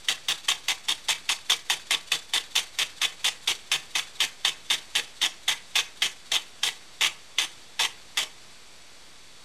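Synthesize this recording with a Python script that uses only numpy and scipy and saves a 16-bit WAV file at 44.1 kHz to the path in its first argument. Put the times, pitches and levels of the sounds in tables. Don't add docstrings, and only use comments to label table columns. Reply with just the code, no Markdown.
import sys
import numpy as np
from scipy import signal
from scipy.fft import rfft, irfft
from scipy.io import wavfile
from scipy.ndimage import uniform_filter1d, map_coordinates

SR = 44100
rng = np.random.default_rng(int(sys.argv[2]) if len(sys.argv) > 2 else 0)


def generate_wav(sig):
    pcm = np.round(np.clip(np.atleast_2d(sig).T, -1, 1) * 32767).astype(np.int16)
    wavfile.write(sys.argv[1], SR, pcm)


def decibels_to_gain(level_db):
    exponent = np.asarray(level_db, float) / 20
    return 10 ** exponent


N = 416304

# port_opens_s, burst_db, jet_db, sag_db (over the stroke)
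RUNNING_STROKES = [(0.084, -18, -26.5, 9), (0.283, -21, -24, 5.5), (0.4822, -19, -24.5, 7.5),
                   (0.6819, -18.5, -24, 0), (0.8834, -19.5, -25.5, 6), (1.084, -19.5, -21, 3.5),
                   (1.2895, -17, -23.5, 6), (1.4959, -18.5, -22.5, 4.5), (1.6977, -14.5, -24, 4),
                   (1.9066, -15.5, -22.5, 4), (2.1166, -16, -28, 9.5), (2.3343, -19, -22.5, 2.5),
                   (2.5532, -19.5, -23, 3.5), (2.7858, -17, -24.5, 4), (3.0145, -17.5, -24, 3),
                   (3.2424, -18, -22, 1.5), (3.4734, -19, -23.5, 2), (3.7147, -17.5, -23.5, 4.5)]
# port_opens_s, burst_db, jet_db, sag_db
SLOWING_STROKES = [(3.951, -19.5, -24, 3.5), (4.202, -17, -24, 5.5), (4.4468, -19.5, -24, 3.5),
                   (4.6997, -20, -23.5, 2), (4.951, -18, -23.5, 8), (5.2141, -19, -23.5, 0.5),
                   (5.4785, -18.5, -23, 8), (5.7535, -17, -22, 2.5), (6.0188, -17, -24.5, 4),
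                   (6.3156, -22.5, -23.5, 2), (6.6313, -17, -25, 2), (7.0083, -19, -23, 1),
                   (7.383, -17, -25.5, 4), (7.7915, -21, -22.5, 3), (8.171, -15.5, -26, 7.5)]
# time_s, level_db
SUPPLY_PRESSURE = [
    (0, 1.5),
    (2.5, -1),
    (5, -5),
    (6.5, -7),
    (8.4, -16.5),
]
# centre_hz, width_hz, boost_db
LEAK_RESONANCES = [(2200, 310, 2), (3465, 100, 8), (3830, 110, 7.5), (4495, 320, 7), (5610, 220, 2),
                   (5930, 250, 2.5)]


def unit(x):
    return x / np.sqrt(np.mean(x ** 2) + 1e-20)


def along(points, hz):
    f, v = np.transpose(points)
    return np.interp(np.log(hz + 1), np.log(f + 1), v)


def wobble(rate):
    knots = rng.standard_normal(int(N * rate / SR) + 4)
    return map_coordinates(knots, [np.arange(N) * rate / SR])


def bumps(modes, hz):
    return decibels_to_gain(sum(db / (1 + (2 * (hz - centre) / width) ** 2) for centre, width, db in modes))


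def coloured(x, gain):
    size = 8192
    cepstrum = irfft(np.log(gain(np.fft.rfftfreq(size, 1 / SR)) + 1e-6), size)
    cepstrum[1:size // 2] *= 2
    cepstrum[size // 2 + 1:] = 0
    response = irfft(np.exp(rfft(cepstrum)), size)[:size // 2]
    return signal.fftconvolve(x, response / np.linalg.norm(response))[:len(x)]


def patchy(x, depth_db, size):
    z = signal.stft(x, nperseg=256)[2]
    field = uniform_filter1d(rng.standard_normal(z.shape), size=4, axis=0)
    field = uniform_filter1d(field, size=size, axis=1)
    return signal.istft(z * decibels_to_gain(depth_db * unit(field)), nperseg=256)[1][:N]


def strokes():
    opens, *levels_db = np.transpose(RUNNING_STROKES + SLOWING_STROKES)
    turn_s = np.diff(opens, prepend=2 * opens[0] - opens[1])
    open_s = .018 + .14 * turn_s
    return opens, open_s, *levels_db


def crank():
    opens = strokes()[0]
    opens = np.r_[2 * opens[0] - opens[1], opens, opens[-1] + .42]
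    return np.interp(np.arange(N) / SR, opens, np.arange(len(opens)), right=.7)


def hiss():
    # pitch_hz, level_db (per Hz)
    hiss_colour = [(18, -22), (30, -1.5), (50, -9), (200, -10.5), (400, -10.5), (900, -11), (1500, -11.5),
                   (3000, -11), (5000, -13.5), (7000, -15.5), (8000, -14), (9500, -21.5), (11500, -25.5),
                   (13300, -32)]
    # pitch_hz, level_db
    mains_hum = [
        (60, -76),
        (180, -73.5),
    ]
    level_db = -50.5 + .4 * wobble(1.17) + 0.41 * wobble(7.1)
    air = coloured(rng.standard_normal(N),
                   lambda hz: decibels_to_gain(along(hiss_colour, hz)) * bumps(LEAK_RESONANCES, hz) ** 0.92)
    hum = sum(decibels_to_gain(db) * np.sin(2 * np.pi * hz * np.arange(N) / SR) for hz, db in mains_hum)
    return decibels_to_gain(level_db) * air + hum


def seepage():
    # pitch_hz, level_db (per Hz)
    seep_colour = [(300, -37), (1000, -11), (2000, -8.5), (3500, -5), (4600, -8.5), (6000, -9), (8000, -8),
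                   (11000, -18.5), (13400, -20)]
    # crank_turn (0-1 from port opening), width_turns, level_db
    valve_leaks = [
        (.1, .12, -32),
        (.35, 0.042, -42.5),
        (.495, 0.033, -48.5),
        (.58, 0.066, -51),
        (.84, 0.058, -46),
        (.97, 0.019, -47.5),
    ]
    turn = crank() % 1
    leak = sum(decibels_to_gain(db - 5.9 * ((turn - at) / width) ** 2) for at, width, db in valve_leaks)
    pressure_db = np.interp(np.arange(N) / SR, *np.transpose(SUPPLY_PRESSURE))
    flutter_db = 1.6 * wobble(9.6) + 0.52 * wobble(60) + 1.4 * wobble(300)
    air = leak * decibels_to_gain(pressure_db + flutter_db) * rng.standard_normal(N)
    air = coloured(air, lambda hz: decibels_to_gain(along(seep_colour, hz)) * bumps(LEAK_RESONANCES, hz) ** 1.23)
    return patchy(air, depth_db=1.5, size=14)


def exhaust():
    # pitch_hz, level_db (per Hz)
    jet_colour = [(90, -31), (250, -28), (600, -15), (1100, -13), (1450, -22.5), (2000, -8), (3300, -2),
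                  (4100, -12), (6300, -13.5), (8000, -15.5), (10000, -21.5), (11800, -27.5), (12800, -23),
                  (13400, -28)]
    # centre_hz, width_hz, boost_db
    body_modes = [(150, 30, 10), (311, 33, 7), (550, 33, -13), (588, 33, -11), (688, 35, -8), (995, 35, -8),
                  (1670, 70, 3.5), (1895, 58, -5), (2168, 40, -8.5), (2365, 110, -7.5), (2455, 35, -7),
                  (2685, 38, -8), (2775, 35, -8.7), (2930, 60, -11), (3330, 42, -9), (3570, 190, 3.2),
                  (4012, 35, -9.5), (4165, 42, -11.5), (4325, 40, -6.2), (4775, 36, -8), (5030, 100, -9.5),
                  (5192, 60, -6), (5960, 95, -5), (6290, 200, 4.5), (7795, 60, -7), (8215, 58, -7),
                  (9670, 260, 3.5), (10950, 100, -8), (11850, 70, -8), (13050, 35, -8.9)]
    # centre_hz, width_hz, boost_db
    hose_modes = [(150, 21, 14), (334, 104, 9), (469, 55, 13), (629.6, 32, 16)]
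    gate, flow = np.zeros(N), np.zeros(N)
    t = np.arange(-SR // 20, SR // 5) / SR
    luck = rng.standard_normal((len(RUNNING_STROKES + SLOWING_STROKES), 4))
    for s, length, blow_db, jet_db, sag_db, (*surge, puff) in zip(*strokes(), luck):
        surge_db = 0.5 * (surge - np.mean(surge))
        early_db, middle_db, late_db = jet_db + sag_db * np.array([.45, -.1, -.55]) + surge_db
        level_db = np.interp(t, [.004, .009, length * 0.28, length * 0.35, length * 1.04],
                             [blow_db - 1.5, early_db + 0.69, early_db, middle_db, late_db])
        crack = np.clip((t - .0013) / .0014, 0, 1) ** 1.5
        lead_in = decibels_to_gain(-20.5 + 1600 * np.minimum(t, 0)) * (t < .002)
        closing = decibels_to_gain(-1600 * np.maximum(t - length + 0.0056, 0))
        start = round(s * SR) - SR // 20
        gate[start:][:len(t)] += decibels_to_gain(level_db) * (crack + lead_in) * closing
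        push = np.clip(t / (length * 0.65), 0, 1) ** 0.33 * closing
        hose_db = -49 + 1.5 * puff
        flow[start:][:len(t)] += decibels_to_gain(hose_db + 0.2) * push

    shocks = decibels_to_gain(3.75 * np.minimum(wobble(2500), 1.6))

    def torn_air(grip):
        return unit(shocks ** grip * decibels_to_gain(1.54 * wobble(240)) * rng.standard_normal(N))

    def roar_share(hz):
        return 1 / (1 + (hz / 4300) ** 6)

    def colour(hz):
        return decibels_to_gain(along(jet_colour, hz)) * bumps(body_modes, hz) ** 1.17 / (1 + (450 / (hz + 1)) ** 3)

    roar = coloured(gate * torn_air(1.05), lambda hz: colour(hz) * np.sqrt(roar_share(hz)))
    fizz = coloured(gate * torn_air(.7), lambda hz: colour(hz) * np.sqrt(1 - roar_share(hz)))
    hose = coloured(flow * rng.standard_normal(N),
                    lambda hz: bumps(hose_modes, hz) * hz / (hz + 150) / (1 + (hz / 600) ** 4))
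    jet = patchy(decibels_to_gain(-0.92) * roar + decibels_to_gain(-7.0) * fizz, depth_db=2.0, size=6)
    return jet + hose, gate


def ring(modes, rise, scatter_db):
    t = np.arange(SR // 20) / SR
    luck = rng.standard_normal((len(modes), 2))
    tones = np.zeros(len(t))
    for (hz, db, t60), (strength, detune) in zip(modes, luck):
        decay = decibels_to_gain(db + scatter_db * strength - 60 * t / t60)
        tones += decay * np.sin(2 * np.pi * hz * (1 + 0.011 * detune) * t)
    return tones * (1 - np.exp(-(t / rise) ** 2))


def valve():
    # pitch_hz, level_db, t60_s
    pop_modes = [(1128, -22.5, 0.035), (2000, -0.5, 0.0094), (2910, 2.5, 0.0076), (3543, -1, 0.018),
                 (4700, -15.5, 0.042), (5390, -12.5, 0.015), (6340, -15, 0.031), (10000, -28, .02),
                 (10540, -34, 0.013), (12500, -22, .015)]
    # pitch_hz, level_db, t60_s
    seat_modes = [(2320, -3, 0.016), (1840, -6.5, 0.019), (3470, -26, 0.013)]
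    out = np.zeros(N)
    for s, length, blow_db, jet_db, sag_db in zip(*strokes()):
        burst = round((s + .0008) * SR)
        pop = ring(pop_modes, rise=0.00075, scatter_db=2.0)
        out[burst:][:SR // 20] += decibels_to_gain(blow_db + 3.0) * pop
        shut = round((s + 1.12 * length - .007) * SR)
        tap_db = jet_db - 0.33 * sag_db + 2 + 120 * (length - 0.1)
        out[shut:][:SR // 20] += decibels_to_gain(tap_db) * ring(seat_modes, rise=0.00066, scatter_db=4.5)
    return out


def glint(gate):
    hz, t, z = signal.stft(rng.standard_normal(N), SR, nperseg=1024)
    flicker = decibels_to_gain(10.0 * rng.standard_normal((len(hz) // 3 + 1, len(t))))
    flicker = flicker.repeat(3, axis=0)[:len(hz)]
    pair = decibels_to_gain(-((hz - 15250) / 60) ** 2) + decibels_to_gain(-((hz - 15620) / 70) ** 2)
    air = signal.istft(z * flicker * pair[:, None], SR, nperseg=1024)[1][:N]
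    level = decibels_to_gain(-40 + 4.5 * wobble(7)) * (wobble(25) > -.5)
    return level * uniform_filter1d(gate, size=600) * unit(air)


def room(x):
    # pitch_hz, t60_s
    room_decay = [
        (200, 0.41),
        (2000, 0.3),
        (10000, 0.21),
    ]
    opens = strokes()[0]
    edges = np.r_[0, np.round(opens[1:] * SR).astype(int) - 400, N]
    hz, t, z = signal.stft(rng.standard_normal((len(opens), SR // 3)), SR, nperseg=256)
    beaming = bumps([(3600, 1300, -6.5)], hz)[:, None]
    z = z * (beaming * decibels_to_gain(-60 * t / along(room_decay, hz)[:, None]))
    tails = signal.istft(z, SR, nperseg=256)[1]
    out = np.zeros(N + SR)
    for start, end, tail in zip(edges, edges[1:], tails):
        answer = signal.fftconvolve(x[start:end], tail / np.linalg.norm(tail))
        out[start + 300:][:len(answer)] += answer
    return out[:N]


def linkage():
    # centre_hz, width_hz, boost_db
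    knock_modes = [(1590, 460, 19), (2520, 400, 15), (3500, 300, 14)]
    blows = np.diff(np.floor(crank() - .48), prepend=0) == 1
    pressure_db = np.interp(np.arange(N) / SR, *np.transpose(SUPPLY_PRESSURE))
    strength = decibels_to_gain(pressure_db + 1.7 * wobble(5.5))
    knock = coloured(blows * strength,
                     lambda hz: bumps(knock_modes, hz) * hz / (hz + 900) / (1 + (hz / 4000) ** 4))
    return decibels_to_gain(-24.5) * knock


def scene():
    jet, gate = exhaust()
    near = jet + valve() + linkage()
    echo = decibels_to_gain(-11.5) * patchy(room(near), depth_db=2.0, size=14)
    air = near + echo + seepage() + hiss()
    hz, t, z = signal.stft(air, SR, nperseg=1024)
    lift_hz = 5500 * np.interp(t, np.arange(N) / SR, uniform_filter1d(gate, size=1500)) - 480
    edge_hz = 13500 + 280 * rng.standard_normal(len(t)) + lift_hz
    heard = signal.istft(z * (hz[:, None] < edge_hz), SR, nperseg=1024)[1][:N]
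    return (heard + glint(gate))[None]


def band_limit(x):
    return signal.sosfilt(signal.butter(12, 16020, fs=SR, output="sos"), x)


def record(dry):
    mix = dry + .0035
    return band_limit(mix)


dry = scene()
out = record(dry)
generate_wav(out)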